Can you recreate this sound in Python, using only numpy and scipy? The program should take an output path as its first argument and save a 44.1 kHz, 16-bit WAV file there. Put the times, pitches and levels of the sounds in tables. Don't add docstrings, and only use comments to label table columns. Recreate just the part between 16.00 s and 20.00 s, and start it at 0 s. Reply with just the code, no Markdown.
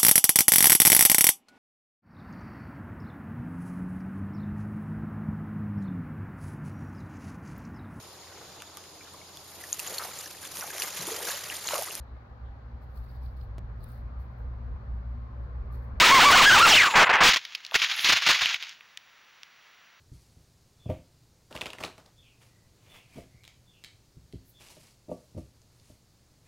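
import sys
import numpy as np
from scipy import signal
from scipy.fft import rfft, irfft, next_fast_len
from scipy.io import wavfile
from scipy.ndimage import uniform_filter1d, map_coordinates

SR = 44100
rng = np.random.default_rng(int(sys.argv[2]) if len(sys.argv) > 2 else 0)


def inscribe(sig):
    pcm = np.round(np.clip(np.atleast_2d(sig).T, -1, 1) * 32767)
    wavfile.write(sys.argv[1], SR, pcm.astype(np.int16))


N = 176400

# frequency in Hz, relative level in dB.
AIR_SPECTRUM = [(25, -21), (120, -11), (350, -15.5), (650, -11.5), (1200, -4.5), (2100, -3.5), (5000, -12),
                (7400, -18), (8300, -34), (11000, -15), (15000, -23.5)]
SIZZLE_SPECTRUM = [(5800, -29), (7100, -4), (9000, -32), (11200, -7.5), (12200, -34.5), (15500, -33.5)]
BUMP_SPECTRUM = [(30, 0), (100, 8), (300, -27), (1500, -60)]
RUSTLE_SPECTRUM = [(30, -30), (350, -39), (700, -14), (1200, -5.5), (2200, 1.5), (3600, 1.5), (5000, -3),
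                   (6800, -6.5), (8200, -25.5), (11000, -13.5), (16000, -24.5)]
CRISP_SPECTRUM = [(5000, -34), (9000, -18), (11200, 3.5), (14000, -9.5), (15500, -15.5)]
CRUNCH_SPECTRUM = [(30, -28), (350, -28), (700, -10.5), (1200, -3), (2200, 0), (3600, -1.5), (5000, -4),
                   (6800, -8), (8200, -22), (11000, -12), (16000, -23)]
THRASH_SPECTRUM = [(30, -22), (400, -19.5), (750, -12), (1200, -4), (2400, -2), (4000, -5), (6500, -13),
                   (9000, -16.5), (16000, -21)]
BRANCH_SPECTRUM = [(30, -31.5), (300, -25), (550, -7.5), (850, -2.5), (1700, -2), (2600, -7.5),
                   (4000, -20.5), (6500, -39.5), (9000, -38), (16000, -52)]
# frequency in Hz, gain in dB.
OVERALL_COLOUR = [(30, -6), (3000, -0.5), (6800, -5), (8200, -9.5), (10000, -16.5), (11200, -12.5),
                  (12000, -19.5), (13000, -13.5), (14000, -18), (15400, -5)]

# time in seconds, level in dB.
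SIZZLE_LEVELS = [(.76, -36.5), (0.852, -32), (.95, -36), (1.07, -41.5)]
RUSTLE_LEVELS = [(1.3, -19), (1.35, -37.5), (1.38, -34), (1.4, -45), (1.5, -46.5), (1.53, -43), (1.6, -52),
                 (1.725, -50), (1.745, -29.5), (1.804, -28), (1.824, -21), (1.855, -26.5), (1.884, -35),
                 (1.907, -23.5), (1.946, -31.5), (1.985, -29), (2.03, -32), (2.06, -18.5), (2.15, -24.5),
                 (2.21, -33), (2.25, -26), (2.395, -25), (2.535, -26.5), (2.566, -34.5), (2.582, -48.5),
                 (2.615, -38.5), (2.635, -36.5), (2.675, -43), (2.76, -52.5), (2.82, -72)]
CRISP_LEVELS = [(1.74, -39), (1.88, -52), (1.955, -38.5), (1.99, -33), (2.06, -30), (2.2, -52.5),
                (2.35, -39), (2.41, -57.5)]
THRASH_LEVELS = [(0, -2.5), (.09, -0.5), (.21, -1), (.28, -6.5), (.34, 2), (.47, -5), (.58, -1),
                 (.64, -10.5), (.72, -1.5), (.79, -13), (.835, -18.5), (.895, -27.5), (.95, -36.5)]
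# start in seconds, level in dB.
GROUND_BUMPS = [(1.821, -54), (2.126, -32.5), (2.314, -38.5), (2.423, -42), (2.545, -52)]
# start in seconds, level in dB, pitch in Hz, seconds to die by 60 dB.
TWIG_SNAPS = [(1.451, -22, 3130, 0.015), (1.5496, -18.5, 3360, 0.027), (1.649, -25, 3950, 0.012),
              (1.665, -20.5, 4800, 0.0045), (1.712, -26, 2780, 0.0087), (1.719, -34, 890, 0.058),
              (1.796, -20.5, 3500, 0.012), (1.818, -13.5, 2780, 0.018), (1.845, -15.5, 2500, 0.023),
              (2.045, -6.5, 3300, 0.022), (2.42, -15, 3200, 0.0055), (2.4368, -10.5, 2880, 0.0089),
              (2.458, -8, 2620, 0.013), (2.544, -13.5, 2650, 0.011), (2.6253, -21.5, 2950, 0.013),
              (2.693, -30, 4170, 0.017), (2.808, -38, 2160, 0.013), (2.9733, -19, 4450, 0.0043),
              (2.9749, -27.5, 2310, .008), (3.4323, -31, 4020, 0.0062), (3.433, -30.5, 2400, 0.0065)]
# start and length in seconds, level in dB.
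LEAF_CRUNCHES = [(1.235, 0.06, -0.5), (1.31, 0.015, -20), (1.334, 0.012, -16), (1.36, 0.012, -19.5),
                 (1.743, 0.0013, -12.5), (1.752, 0.0071, -10.5), (2.046, 0.028, -24), (2.087, 0.019, -9.5),
                 (2.122, 0.011, -10), (2.163, 0.011, -18.5), (2.175, 0.01, -30), (2.221, 0.0063, -22),
                 (2.264, 0.013, -13.5), (2.287, 0.029, -10), (2.325, 0.035, -23), (2.409, 0.017, -21)]
BRANCH_BLOWS = [(.94, 0.011, -19), (.958, 0.073, 1.5), (1.04, 0.0023, -10), (1.058, 0.026, -21),
                (1.094, 0.021, -11.5), (1.126, 0.012, -15.5), (1.14, 0.018, -14.5), (1.162, 0.037, -21),
                (1.207, 0.049, -6)]
# time of the peak in seconds, level in dB.
TWIG_SQUEAKS = [(0.055, -9.5), (.3155, 1), (.421, -12), (.595, -4), (0.67, 0)]
# start and end in seconds, starting pitch in Hz, relative level in dB.
SPIN_DOWNS = [(.688, .945, 7600, -1.5), (.725, .895, 3430, -1), (.703, .74, 3400, -1)]
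# pitch in Hz, gain in dB.
SPIN_DOWN_GAIN = [(1000, -28), (1900, -9.5), (3000, -2.5), (4000, -8), (7000, -3)]
# time in seconds, blade pitch in Hz, relative level in dB.
LEAD_SURGES = [(0, 997, -8), (.022, 956.6, -9.5), (.038, 1329, -5), (.062, 778.5, -13.5), (.085, 1051, -22),
               (.1, 851.5, -12), (.122, 1100, 8.5), (.145, 1092, 2), (.187, 1020, 2.5),
               (.208, 680.5, -12.5), (.23, 722.5, -3.5), (.258, 1124, 9), (.28, 1167, 4.5),
               (.306, 1087, 3.5), (.33, 677, -14), (.348, 719, -4), (.364, 1048, 9), (.39, 1413, -11.5),
               (.411, 1096, 3), (.433, 717.6, -12.5), (.444, 1385, -16.5), (.468, 1631, -2.5),
               (.492, 1681, 8.5), (.51, 1419, -1.5), (.533, 1608, 9.5), (.572, 1193, -3),
               (.598, 999.5, -22), (.609, 1187, -6), (.624, 1459, -1.5), (.637, 1369, -12.5),
               (.652, 1463, -0.5), (.67, 939, -4), (.695, 577, -23)]
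OPPOSITE_SURGES = [(.195, 1102, -14.5), (.221, 1520, 4.5), (.245, 1050, -8), (.318, 1000, -12),
                   (.333, 1447, 4), (.347, 1528, 4), (.362, 1000, -8), (.49, 1254, -33), (.515, 1387, -1.5),
                   (.56, 790, -9), (.59, 948.6, -7), (.615, 1316, -9), (.655, 1389, 8.5), (.685, 1077, -19),
                   (.71, 898.5, -7.5), (.75, 601.4, -13)]

RELEASE_S = .0051
CRACKLES_PER_S, CRACKLE_SPREAD_DB = 1500, 3
SNAP_WIDTH_OCT, SNAP_RISE_S = .71, .00021
SNAP_EDGE_DB, SNAP_EDGE_HZ, SNAP_EDGE_WIDTH_HZ = -11.5, 12000, 2000
SQUEAK_HZ, SQUEAK_WIDTH_HZ, SQUEAK_S = 10960, 270, .004
MOTORS_DB, RASP_PER_S = .5, 1600
DRAG_HZ, FRICTION_PER_S = 3362, 5
CLIP_LEVEL, CLIP_BIAS, TOP_HZ = .25, .024, 15780


def amp(db):
    return 10 ** (np.asarray(db) / 20)


def unit(x):
    return x / np.sqrt(np.mean(x ** 2) + 1e-20)


def clock():
    return np.arange(N) / SR


def along(points, hz):
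    knots_hz, values = np.transpose(points)
    return np.interp(np.log(hz + 1), np.log(knots_hz + 1), values)


def envelope(points):
    times, db = np.transpose(points)
    t = clock()
    outside = np.maximum(times[0] - t, 0) + np.maximum(t - times[-1], 0)
    return amp(np.interp(t, times, db)) * np.exp(-outside / RELEASE_S)


def wobble(rate):
    return map_coordinates(rng.standard_normal(int(N * rate / SR) + 4), [np.arange(N) * rate / SR])


def filtered(x, response):
    size = next_fast_len(N + 8192)
    return irfft(rfft(x, size) * response(np.fft.rfftfreq(size, 1 / SR)), size)[..., :N]


def coloured(x, spectrum):
    return filtered(x, lambda hz: amp(along(spectrum, hz)))


def noise(spectrum):
    return unit(coloured(rng.standard_normal(N), spectrum))


def crackle(spectrum, share=.47):
    sizes = amp(CRACKLE_SPREAD_DB * np.minimum(rng.exponential(size=N), 5))
    fractures = (rng.random(N) < CRACKLES_PER_S / SR) * sizes * rng.choice([-1, 1], N)
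    rubbing = rng.standard_normal(N)
    return unit(coloured(np.sqrt(share) * unit(fractures) + np.sqrt(1 - share) * rubbing, spectrum))


def contacts(rows, attack_s):
    t, gain = clock(), np.zeros(N)
    for start, length, db in rows:
        attack = np.clip((t - start) / attack_s + .5, 0, 1)
        release = np.exp(-np.maximum(t - start - length, 0) / RELEASE_S)
        gain += amp(db) * attack * release
    return gain


def air():
    return amp(-56 + .4 * wobble(12)) * noise(AIR_SPECTRUM)


def whine(hz, db):
    return amp(db) * np.sqrt(2) * np.sin(2 * np.pi * hz * clock())


def sizzle():
    return envelope(SIZZLE_LEVELS) * noise(SIZZLE_SPECTRUM)


def bumps(t60_s=.1):
    t = clock()
    gain = sum((t > start) * amp(db - 60 * np.maximum(t - start, 0) / t60_s)
               for start, db in GROUND_BUMPS)
    return gain * noise(BUMP_SPECTRUM)


def snaps():
    out, t = np.zeros(N + SR), np.arange(SR // 20) / SR
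    hz = np.fft.rfftfreq(len(t), 1 / SR) + 1
    edge = amp(SNAP_EDGE_DB) * np.exp(-((hz - SNAP_EDGE_HZ) / SNAP_EDGE_WIDTH_HZ) ** 2)
    for start, db, pitch, t60 in TWIG_SNAPS:
        body = 1 / (1 + (np.log2(hz / pitch) / SNAP_WIDTH_OCT) ** 4)
        phases = np.exp(2j * np.pi * rng.random(len(hz)))
        burst = unit(irfft((body + edge) * phases, len(t)))
        gain = amp(db - 60 * t / t60) * (1 - np.exp(-t / SNAP_RISE_S))
        out[round(start * SR):][:len(t)] += gain * burst
    return out[:N]


def dry_leaves():
    rustle = envelope(RUSTLE_LEVELS) * amp(1.8 * wobble(130)) * crackle(RUSTLE_SPECTRUM)
    crisp = envelope(CRISP_LEVELS) * amp(3 * wobble(150)) * crackle(CRISP_SPECTRUM)
    crunch_gain = contacts(LEAF_CRUNCHES, attack_s=.00045) * amp(1.8 * wobble(240))
    return rustle + crisp + crunch_gain * crackle(CRUNCH_SPECTRUM)


def branches():
    gain = contacts(BRANCH_BLOWS, attack_s=.008) * amp(1.7 * wobble(160))
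    return gain * crackle(BRANCH_SPECTRUM, share=.41)


def thrash():
    gain = envelope(THRASH_LEVELS) * amp(4.56 * wobble(91.64))
    return gain * crackle(THRASH_SPECTRUM, share=.49)


def squeaks():
    t = clock()
    phase = 2 * np.pi * np.cumsum(SQUEAK_HZ + SQUEAK_WIDTH_HZ * wobble(1500)) / SR
    swells = sum(amp(db) * np.exp(-((t - peak) / SQUEAK_S) ** 2) for peak, db in TWIG_SQUEAKS)
    return swells * np.sin(phase)


def propeller(hz, jitter, flutter_db, overtone_db, rasp):
    def strikes():
        return rasp * wobble(RASP_PER_S)

    phase = 2 * np.pi * np.cumsum(hz * (1 + jitter * wobble(450))) / SR
    blade = np.cos(phase) * (1 + strikes())
    octave = amp(overtone_db) * np.cos(2 * phase + strikes()) * (1 + strikes())
    return unit((blade + octave) * amp(flutter_db * wobble(260)))


def coasting_motors():
    out = np.zeros(N)
    for start, end, start_hz, db in SPIN_DOWNS:
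        age = np.clip(clock() - start, 0, .5)
        hz = 1 / ((1 / start_hz + 1 / DRAG_HZ) * np.exp(FRICTION_PER_S * age) - 1 / DRAG_HZ)
        gain = envelope([(start, db), (end, db)]) * amp(along(SPIN_DOWN_GAIN, hz))
        out += gain * propeller(hz, jitter=.03, flutter_db=4, overtone_db=-12, rasp=.42)
    return out


def driven_motor(surges):
    times, pitches, db = np.transpose(surges)
    hz = uniform_filter1d(np.interp(clock(), times, pitches), size=350)
    gain = envelope(np.column_stack([times, db + MOTORS_DB]))
    return gain * propeller(hz, jitter=.016, flutter_db=2.6, overtone_db=-7.5, rasp=.4)


def scene():
    motors = driven_motor(LEAD_SURGES) + driven_motor(OPPOSITE_SURGES) + coasting_motors()
    tree = squeaks() + sizzle() + thrash() + branches()
    tumble = dry_leaves() + bumps() + snaps()
    background = air() + whine(hz=5825, db=-70.5) + whine(hz=15680, db=-73)
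    mono = background + tumble + tree + motors
    return np.array([mono, mono])


def record(dry):
    oversampled = signal.resample_poly(dry, 2, 1, axis=1)
    clipped = np.clip(oversampled, CLIP_BIAS - CLIP_LEVEL, CLIP_BIAS + CLIP_LEVEL)
    overloaded = signal.resample_poly(clipped, 1, 2, axis=1)
    return filtered(coloured(overloaded, OVERALL_COLOUR), lambda hz: hz < TOP_HZ)


dry = scene()
out = record(dry)
inscribe(out)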